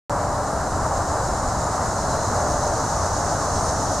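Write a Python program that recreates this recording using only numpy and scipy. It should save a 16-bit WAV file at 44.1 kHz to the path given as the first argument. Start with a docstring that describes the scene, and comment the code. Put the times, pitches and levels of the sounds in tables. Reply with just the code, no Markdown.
"""A low rumble and a broad rush of air come from a ventilation fan by an animal enclosure.
Its turbulent flow gives broadband noise; its shaft and motor add a hum of steady tones.
Above it a high, throbbing hiss, probably cicadas, slowly swells while its resonance sinks in pitch.
Twice a faint hooting tone rises out of the rush, and two far chirps sound within the hiss."""
import sys
import numpy as np
from scipy import signal
from scipy.fft import rfft, irfft
from scipy.io import wavfile

SR = 44100
rng = np.random.default_rng(int(sys.argv[2]) if len(sys.argv) > 2 else 0)


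def waveform_to_disk(signal):
    """Save audio, clipped to [-1, 1], as 16-bit WAV at the path in sys.argv[1]."""
    frames = np.transpose(np.atleast_2d(signal))
    scaled = np.clip(frames, -1, 1) * 32767
    samples = np.round(scaled).astype(np.int16)
    wavfile.write(sys.argv[1], SR, samples)


N = 176400
T = np.arange(N) / SR
BINS = np.maximum(np.arange(N // 2 + 1) * SR / N, 1)  # Hz

# Far chirps. Each row: middle in seconds, time to fall to 1/e in seconds, pitch in Hz, level in dB.
FAR_CHIRPS = [(2.19, 0.16, 4150, -47), (3.645, .04, 8900, -43)]
# Spectrum of the insect chorus. Each row: frequency in Hz, relative density in dB.
CHORUS_SPECTRUM = [(2200, -20.5), (2800, -12), (3250, -14.5), (3650, -9.5), (3950, -3), (4500, -2.5),
                   (5400, 1.5), (7000, 0), (8100, -1), (9600, -5.5), (10600, -15), (12600, -18),
                   (14000, -27), (15500, -40)]
# Swell of the chorus. 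Each row: time in seconds, level in dB.
CHORUS_SWELL = [(.1, -41), (1.1, -38.5), (2.2, -37), (3.0, -36.5), (4, -35.5)]
# Shrill core of the song. Each row: time in seconds, resonance in Hz, level in dB.
SHRILL_GLIDE = [(.1, 6938, -45.5), (1.0, 6910, -40), (1.9, 6735, -38.5), (2.7, 6434, -36),
                (3.3, 6398, -35.5), (4, 6237, -35.5)]
# Narrow notes in the song. Each row: frequency in Hz, level in dB relative to the core.
SHRILL_NOTES = [(3947, -24), (6266, -15), (6680, -16), (6817, -13), (6949, -15), (8014, -21)]
# Throb of the song. Each row: time in seconds, rate in beats per second.
THROB_TEMPO = [(0, 7.95), (2.0, 7.85), (2.4, 7.55), (4, 7.75)]
# Reflections from nearby walls. Each row: delay in seconds, gain in dB.
WALL_ECHOES = [(.0073, -14), (0.0122, -17), (.031, -13.5)]
# Likeness of left and right. Each row: frequency in Hz, correlation from -1 to 1.
INSECT_CORRELATION = [(3500, 0.79), (6500, 0.67), (9500, 0.7), (11000, .25), (12500, -.2), (15000, -.2)]
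FAN_CORRELATION = [(25, .93), (70, 0.96), (700, 0.98), (1300, .94), (2400, 0.71), (6000, 1), (12000, -0.25)]
# Hoots. Each row: start in seconds, length in seconds, pitch in Hz, level in dB.
HOOT_NOTES = [(.03, 0.425, 585.6, -31), (2.324, 0.445, 594, -32)]
# Spectra of the fan housing and the rushing air. Each row: frequency in Hz, relative density in dB.
RUMBLE_SPECTRUM = [(12, -20), (22, -2), (40, -2.5), (60, 0), (95, 0.5), (135, -9), (190, -10.5),
                   (290, -6.5), (360, -14), (600, -16.5), (1500, -51.5)]
RUSH_SPECTRUM = [(200, -28), (400, -9), (510, -6), (620, -1), (760, -0.5), (1000, -3.5), (1200, -5.5),
                 (1420, -9.5), (1750, -17.5), (2050, -25), (2450, -36.5), (2850, -40), (3250, -43.5),
                 (6000, -40), (12000, -41), (15500, -58)]
# Slow surges of the rumble, the air and the duct boom. Each row: time in seconds, level in dB.
RUMBLE_SURGES = [(.1, -30.5), (.8, -29), (1.6, -29), (1.9, -30), (2.35, -28), (2.9, -29.5), (4, -29.5)]
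RUSH_SURGES = [(.1, -24.5), (.65, -25), (1.1, -24), (1.4, -25), (2.05, -24), (2.2, -24.5), (2.4, -23.5),
               (2.85, -24.5), (3.1, -24.2), (3.42, -24), (3.96, -25)]
BOOM_SURGES = [(.1, -42.5), (.9, -41), (1.6, -49), (2.3, -40), (2.7, -40), (3.05, -33.5), (3.5, -32.5),
               (3.8, -46)]
# Hum of the shaft. Each row: multiple of the rotation rate, level in dB.
SHAFT_HARMONICS = [(5, -44), (6, -41.5), (7, -41), (8, -44.5), (9, -47), (10, -46.5), (15, -51.5)]
# Further steady hum tones: two lines from the motor and one near the 14th harmonic of the shaft. Each row:
# frequency in Hz, level in dB.
HUM_TONES = [(59.3, -40.5), (120, -43), (297, -48)]


def from_db(db):
    """Amplitude grows tenfold for every 20 dB."""
    return 10 ** (np.asarray(db) / 20)


def unit_rms(x):
    """Division by the rms gives a signal unit power."""
    return x / np.sqrt(np.mean(x ** 2) + 1e-20)


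def in_time(rows):
    """Linear interpolation gives each column's value at every sample."""
    times, *columns = np.transpose(rows)
    return [np.interp(T, times, column) for column in columns]


def over_hz(rows):
    """Interpolation over log frequency gives a value at every bin."""
    hz, value = np.transpose(rows)
    return np.interp(np.log(BINS), np.log(hz), value)


def drift(corner_hz):
    """Low-pass filtering turns white noise into a slow fluctuation of unit rms."""
    white = rfft(rng.standard_normal(N)) * (BINS > 1)
    return unit_rms(irfft(white / (1 + (BINS / corner_hz) ** 2), N))


def stereo_noise(gain, correlation):
    """The balance of in-phase and antiphase noise sets the correlation of the two channels."""
    mid, side = rfft(rng.standard_normal((2, N)))
    alike = np.clip(over_hz(correlation), -.999, .999)
    spectrum = np.sqrt(1 + alike) * mid + np.sqrt(1 - alike) * side * [[1], [-1]]
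    return unit_rms(irfft(gain * spectrum, N))


def resonant_noise(hz, width_hz):
    """A resonance passes noise near its centre; the width is taken 8.5 dB below the peak."""
    response = 1 / (1 + (2 * (BINS - hz) / width_hz) ** 2) ** 1.41
    return stereo_noise(response, INSECT_CORRELATION)


def tone(hz, wander, waver_db):
    """Random frequency and amplitude modulation make a sine waver; wander is a fraction of its pitch."""
    cycles = np.cumsum(hz * (1 + wander * drift(3.2))) / SR + rng.random()
    return unit_rms(np.sin(2 * np.pi * cycles) * from_db(waver_db * drift(4.5)))


def chirps():
    """Narrowband noise under a Gaussian envelope is heard as a brief, far chirp."""
    return sum(from_db(db) * np.exp(-((T - middle) / fade) ** 2) * resonant_noise(hz, width_hz=330)
               for middle, fade, hz, db in FAR_CHIRPS)


def wall_echoes(song):
    """Delayed reflections interfere with the direct sound, forming a comb filter."""
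    response = 1 + sum(from_db(db) * np.exp(-2j * np.pi * BINS * delay) for delay, db in WALL_ECHOES)
    return irfft(rfft(song) * response, N)


def cicadas(first_beat_s=.095, chorus_throb_db=.7, shrill_throb_db=.8, waver_db=.3):
    """Shared amplitude modulation makes a broad chorus and a sinking resonance throb together."""
    rate, = in_time(THROB_TEMPO)
    beats = np.cumsum(rate) / SR - first_beat_s * rate[0]
    throb = np.cos(2 * np.pi * beats) * (1 + .3 * drift(2))  # beats of uneven depth
    chorus_db, = in_time(CHORUS_SWELL)
    chorus = stereo_noise(from_db(over_hz(CHORUS_SPECTRUM)), INSECT_CORRELATION)
    chorus *= from_db(chorus_db + chorus_throb_db * throb)
    core_hz, shrill_db = in_time(SHRILL_GLIDE)
    band = resonant_noise(core_hz.mean(), width_hz=2100)
    notes = sum(from_db(db) * resonant_noise(hz, width_hz=15) for hz, db in SHRILL_NOTES)
    glide = np.exp(2j * np.pi * np.cumsum(core_hz - core_hz.mean()) / SR)
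    core = np.real(signal.hilbert(band) * glide)  # shifts the whole band in frequency
    shrill = (core + notes) * from_db(shrill_db + shrill_throb_db * throb)
    song = (chorus + shrill) * from_db(waver_db * drift(15))
    return wall_echoes(song) * from_db([[-.5], [.5]])  # slightly to the right


def hoots(edge_s=.051, lower_octave_db=-16.5, wander=.0049, waver_db=1):
    """An unsteady tone and its weak lower octave fuse into one soft hoot under a common envelope."""
    out = np.zeros(N)
    for start, length, hz, db in HOOT_NOTES:
        swell = np.clip(np.minimum(T - start, start + length - T) / edge_s, 0, 1)
        lower = from_db(lower_octave_db) * tone(hz / 2, wander, waver_db)
        out += from_db(db) * swell * (tone(hz, wander, waver_db) + lower)
    return out


def fan(shaft_hz=21.33, boom_hz=88.4, rumble_waver_db=1.25, rush_waver_db=.5):
    """Housing and turbulent air radiate continuous spectra; shaft, motor and duct add spectral lines."""
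    rumble_db, = in_time(RUMBLE_SURGES)
    rumble = stereo_noise(from_db(over_hz(RUMBLE_SPECTRUM)), FAN_CORRELATION)
    rumble *= from_db(rumble_db + rumble_waver_db * drift(8))
    rush_db, = in_time(RUSH_SURGES)
    rush = stereo_noise(from_db(over_hz(RUSH_SPECTRUM)), FAN_CORRELATION)
    rush *= from_db(rush_db + rush_waver_db * drift(5.5))
    boom_db, = in_time(BOOM_SURGES)
    shaft = [(order * shaft_hz, db) for order, db in SHAFT_HARMONICS]
    lines = shaft + HUM_TONES + [(boom_hz, boom_db)]
    hum = sum(from_db(db) * tone(hz, wander=.0028, waver_db=2.5) for hz, db in lines)
    return (rumble + rush + hum) * from_db([[.33], [-.33]])  # slightly to the left


def scene():
    """By superposition, the pressures of the sources add."""
    return fan() + hoots() + cicadas() + chirps()


def record(dry, start_s=.096, cutoff_hz=15200):
    """A gate starts the sound abruptly, and a steep low-pass filter removes the highest treble."""
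    low_pass = signal.ellip(10, .1, 80, cutoff_hz, fs=SR, output="sos")
    return signal.sosfilt(low_pass, dry * (T >= start_s))


dry = scene()
out = record(dry)
waveform_to_disk(out)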